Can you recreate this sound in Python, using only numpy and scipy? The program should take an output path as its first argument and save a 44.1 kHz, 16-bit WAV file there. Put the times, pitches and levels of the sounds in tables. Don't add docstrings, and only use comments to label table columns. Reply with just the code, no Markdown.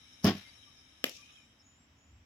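import sys
import numpy as np
from scipy import signal
from scipy.fft import rfft, irfft
from scipy.io import wavfile
from scipy.ndimage import uniform_filter1d

SR = 44100
rng = np.random.default_rng(int(sys.argv[2]) if len(sys.argv) > 2 else 0)


def wrap_up_sound(samples):
    columns = np.atleast_2d(samples).T
    tamed = np.clip(columns, -1, 1)
    steps = np.round(tamed * 32767).astype(np.int16)
    wavfile.write(sys.argv[1], SR, steps)


N = 99225
T = np.arange(N) / SR
FREQS = np.fft.rfftfreq(2 * N, 1 / SR)
FIRE_S, BAT_S = 0.2425, 1.0413

# freq_hz, gain_db
CLICK_SPECTRUM = [(60, -13), (300, 6), (1500, -6), (3000, -16), (5500, 7.5), (7000, -15.5), (8700, -24.5),
                  (11500, -3.5), (15500, -19)]


def amp(db):
    return 10 ** (np.asarray(db) / 20)


def unit(x):
    return x / np.sqrt(np.mean(x ** 2))


def curve(rows):
    return amp(np.interp(T, *np.array(rows).T))


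def colour(x, rows):
    hz, db = np.array(rows).T
    gain = amp(np.interp(np.log(FREQS + 1), np.log(hz), db))
    cepstrum = irfft(np.log(gain))
    cepstrum[1:N] *= 2
    cepstrum[N + 1:] = 0
    return irfft(rfft(x, 2 * N) * np.exp(rfft(cepstrum)))[..., :N]


def noise(rows, apart_hz=1100):
    mid, side = rfft(rng.standard_normal((2, N)), 2 * N)
    coherence = 0.99 * np.exp(-(FREQS / apart_hz) ** 2)
    both = mid * np.sqrt(1 + coherence) + np.array([[1], [-1]]) * side * np.sqrt(1 - coherence)
    return unit(colour(irfft(both)[:, :N], rows))


def band(hz, width_hz):
    white = rfft(rng.standard_normal((2, N)), 2 * N)
    return unit(irfft(white / (1 + ((FREQS - hz) / width_hz) ** 2) ** 2)[:, :N])


def walk(rate_hz):
    step = int(SR / rate_hz)
    stairs = np.repeat(rng.standard_normal(N // step + 1), step)
    return unit(uniform_filter1d(stairs, step)[:N])


def tone(pitch_hz):
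    return np.sqrt(2) * np.sin(2 * np.pi * np.cumsum(pitch_hz) / SR)


def burst(start_s, t60_s, attack_s=0.0001, hold_s=0):
    age_s = T - start_s
    release_s = np.maximum(age_s - attack_s - hold_s, 0)
    return np.clip(age_s / attack_s, 0, 1) * np.exp(-np.log(1000) * release_s / t60_s)


def ring(modes, start_s, attack_s):
    return sum(amp(db) * burst(start_s, t60_s, attack_s) * np.sin(2 * np.pi * hz * (T - start_s))
               for hz, db, t60_s in modes)


def late(x, delay_s):
    return irfft(rfft(x, 2 * N) * np.exp(-2j * np.pi * FREQS * delay_s))[..., :N]


def housing_recoil():
    # freq_hz, level_db, t60_s
    modes = [(103, -6.5, 0.16), (171.6, -1.5, 0.077), (197.6, 0, 0.13), (233.5, -10.5, 0.11),
             (302, -21.5, 0.095), (420, -11, 0.083), (639, -14, 0.13), (751, -16, 0.11), (1107, -18, 0.27),
             (1280, -38, 0.26), (1723, -25.5, 0.31), (3030, -21.5, 0.12), (4867, -24, 0.11)]
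    # start_s, click_db, thud_db
    rattles = [(0.2441, 7, -17), (0.2522, 5, -19), (0.2662, 2, -8), (0.276, 0, -9), (0.2871, -18, -7.5),
               (0.2878, -8, -8), (.295, -5, -14), (0.3045, -21, -2), (.329, -30, -12), (.349, -22, -3),
               (.37, -15.5, -22), (.381, -16, -18.5)]
    thump = -amp(-17) * ring(modes, FIRE_S, attack_s=0.004)
    thuds = amp(-35.5) * sum(amp(db) * ring(modes, s, attack_s=0.0026) for s, _, db in rattles)
    clicks = amp(-30) * sum(amp(db) * burst(s, t60_s=0.029) for s, db, _ in rattles)
    highpass = signal.butter(4, 62, "high", fs=SR, output="sos")
    return signal.sosfilt(highpass, thump + thuds) + clicks * noise(CLICK_SPECTRUM)


def ball_feed():
    # freq_hz, gain_db
    scrub_spectrum = [(30, -50), (90, -8.5), (200, 16), (400, 11.5), (540, -4), (680, 6.5), (900, -2.5),
                      (1200, -1.5), (2300, -4), (3200, 2.5), (4100, -7.5), (5300, -0.5), (6500, -18),
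                      (8700, -50), (11500, -29.5), (15500, -23)]
    tail_spectrum = [(200, -14), (1200, -1), (3200, 7.5), (5500, -1.5), (8700, -21), (12000, -8),
                     (15500, -29)]
    grip_s = 0.016
    scrub_gain = amp(-25) * burst(FIRE_S - 0.002, t60_s=0.14, attack_s=0.017, hold_s=0.033)
    scrub = scrub_gain * noise(scrub_spectrum, apart_hz=2180)
    grip = amp(-43.5) * burst(FIRE_S - grip_s, t60_s=0.03, attack_s=grip_s) * noise(CLICK_SPECTRUM)
    tail = amp(-42.5) * burst(FIRE_S, t60_s=0.64, attack_s=0.041) * noise(tail_spectrum)
    return grip + (scrub + tail) * amp(2 * walk(250))


def wheel_whirr():
    # freq_hz, width_hz, level_db
    resonances = [(1260, 67, -11), (1680, 370, -7.5), (2298, 360, -2), (3100, 360, 2.5), (3790, 290, 5),
                  (4860, 840, -11.5), (5465, 490, 4.5), (6520, 230, -7), (7820, 280, -14.5),
                  (10050, 970, -5), (11970, 640, -15.5)]
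    # time_s, level_db
    envelope = [(0, -58), (.22, -57.5), (.45, -56.5), (.75, -60.5), (1.0, -61.5), (1.35, -60.5), (1.5, -68),
                (1.6, -72.5), (2.25, -83)]
    whine_gain, drift_ratio, flutter_db = 0.52, 0.018, 0.74
    out = 0
    for hz, width_hz, db in resonances:
        whine = tone(hz * (1 + drift_ratio * walk(7))) * band(0, 27)
        gain = amp(db + flutter_db * walk(13.9))
        out += gain * (band(hz, width_hz) + whine_gain * whine)
    return curve(envelope) * unit(out)


def bat_crack():
    # freq_hz, gain_db
    contact_spectrum = [(40, -40), (110, -20.5), (180, 3.5), (270, 15), (385, 6), (500, 14), (700, 8),
                        (885, -25), (1200, 9), (1400, -1), (1700, 11.5), (2150, 4), (2400, 2), (3100, 20.5),
                        (4000, -3.5), (5400, 7.5), (6300, -5), (7200, -4), (8700, -12.5), (11000, -19),
                        (14500, 4.5), (16000, -9.5)]
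    # freq_hz, level_db, t60_s
    blade_modes = [(242, -10, 0.05), (1660, -6, 0.031), (2360, -14, .03), (2980, 7, 0.035),
                   (3100, -1.5, .035)]
    # freq_hz, gain_db
    edge_spectrum = [(900, -29), (1700, 17.5), (3200, 12.5), (5500, 8.5), (8700, -2), (11500, 2),
                     (15500, -3)]
    pulse = late(signal.unit_impulse(N), BAT_S)
    contact = -amp(-1.5) * colour(pulse, contact_spectrum)
    blade = amp(-47) * ring(blade_modes, BAT_S, attack_s=0.0014)
    edge = amp(-27) * burst(BAT_S, t60_s=0.0065, hold_s=0.0032) * noise(edge_spectrum)[0]
    return contact + blade + edge


def net_lane(crack):
    # delay_s, level_db
    reflections = [(0.0146, -19.5), (0.0242, -26.5), (0.0534, -13)]
    # freq_hz, gain_db
    near_spectrum = [(100, -9), (250, 6.5), (600, 7.5), (950, -7), (1700, 1), (2900, 9.5), (4300, -0.5),
                     (5600, -1), (8700, -19), (11500, -3), (15500, -11)]
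    # freq_hz, gain_db
    far_spectrum = [(200, -29), (1000, -43), (1900, -15), (2600, 1), (3500, 2), (4300, -2.5), (5800, 5.5),
                    (7000, -7), (8700, -15.5), (11500, -14.5), (15500, -23)]
    direct = np.array([crack, late(crack, delay_s=81e-6)])
    bright = colour(crack, [(300, -11), (2500, -18), (5300, 2), (8000, -2.5), (11000, 11.5),
                            (14500, -11)])
    echoes = sum(amp(db) * late(bright, delay_s) for delay_s, db in reflections)
    near = amp(-39) * burst(BAT_S, t60_s=0.19, attack_s=0.003, hold_s=0.022) * noise(near_spectrum)
    near *= amp(1.8 * walk(350))
    far = amp(-50) * burst(BAT_S, t60_s=0.4, attack_s=0.062, hold_s=0.05) * noise(far_spectrum)
    far *= amp(1.8 * walk(120))
    return direct + echoes + near + far


def bird_whistles():
    # age_s, pitch_hz, gain_db
    contour = [(0, 6740, -12), (0.051, 6790, 3), (0.111, 7030, 0), (0.149, 7011.5, -2), (0.188, 7620, -5.5),
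               (.225, 7550.5, -7), (.255, 7305, -17)]
    # start_s, level_db, blur_ratio
    calls = [(1.281, -81, 1.8), (1.617, -70, .45), (1.956, -76, .45)]
    trill_hz, depth_hz, trill_s, jitter_hz = 92, 89, 0.16, 55
    knots_s, hz, db = np.array(contour).T
    out = np.zeros((2, N))
    for start_s, level_db, blur_ratio in calls:
        age_s = T - start_s
        trill = depth_hz * np.sin(2 * np.pi * trill_hz * age_s) * (age_s < trill_s)
        pitch_hz = np.interp(age_s, knots_s, hz) + trill + jitter_hz * walk(700)
        gain = amp(level_db + np.interp(age_s, knots_s, db)) * (age_s > 0) * (age_s < knots_s[-1])
        out += gain * tone(pitch_hz) * (1 + blur_ratio * band(0, 260))
    return out


def far_chirps():
    # start_s, length_s, pitch_hz, glide_hz, level_db, spread_hz
    chirps = [(0.116, 0.044, 5370, 9, -57.5, 270), (0.429, 0.086, 2114, 4, -60, 17),
              (0.46, 0.052, 4640, 0, -62, 56), (0.619, 0.033, 3066, 104, -59.5, 345),
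              (0.661, 0.057, 1177, -12, -61.5, 17), (0.751, 0.089, 5310, -9, -61, 350),
              (1.182, 0.054, 1148, 41, -61, 22), (1.271, 0.078, 1200, -14, -69, 20),
              (1.12, .27, 2357, 225, -63, 93), (1.231, .13, 2710, 295, -67, 130),
              (1.262, 0.19, 3706, -900, -66, 150), (1.326, .14, 2540, -170, -65.5, 100),
              (1.481, 0.059, 3210, -100, -69.5, 150), (1.584, 0.048, 5310, -2, -65.5, 310)]
    out = np.zeros((2, N))
    for start_s, length_s, pitch_hz, glide_hz, level_db, spread_hz in chirps:
        progress = np.clip((T - start_s) / length_s, 0, 1)
        gain = amp(level_db) * np.sin(np.pi * progress)
        out += gain * tone(pitch_hz + glide_hz * progress) * band(0, spread_hz)
    return out


def mic_wind():
    # time_s, level_db
    envelope = [(0, -71.5), (.11, -90), (.15, -57), (.19, -74), (1.0, -74), (2.02, -73), (2.15, -59),
                (2.25, -59)]
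    return curve(envelope) * amp(2 * walk(9)) * band(82, 35)[0]


def town_air():
    # freq_hz, gain_db
    spectrum = [(25, -32), (60, -0.5), (140, -1.5), (190, -7), (260, -0.5), (400, -15), (600, -13.5),
                (1500, -14), (3100, -14.5), (4300, -27.5), (5700, -16.5), (6400, -25.5), (7700, -25),
                (8700, -45), (10000, -43), (13000, -35.5), (15500, -39)]
    return amp(-66.5 + 0.13 * walk(8.1)) * noise(spectrum, apart_hz=840)


def scene():
    # freq_hz, gain_db
    shade = [(200, 0.5), (1300, -1), (2400, -1), (4400, -12.5), (7500, 2.5), (10000, -21.5), (15000, -15.5)]
    left, right = housing_recoil() + ball_feed() + wheel_whirr() + net_lane(bat_crack())
    background = bird_whistles() + far_chirps() + mic_wind() + town_air()
    return np.array([left, colour(right, shade)]) + background


def record(dry):
    return signal.sosfilt(signal.ellip(8, 0.2, 70, 16000, fs=SR, output="sos"), dry)


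dry = scene()
out = record(dry)
wrap_up_sound(out)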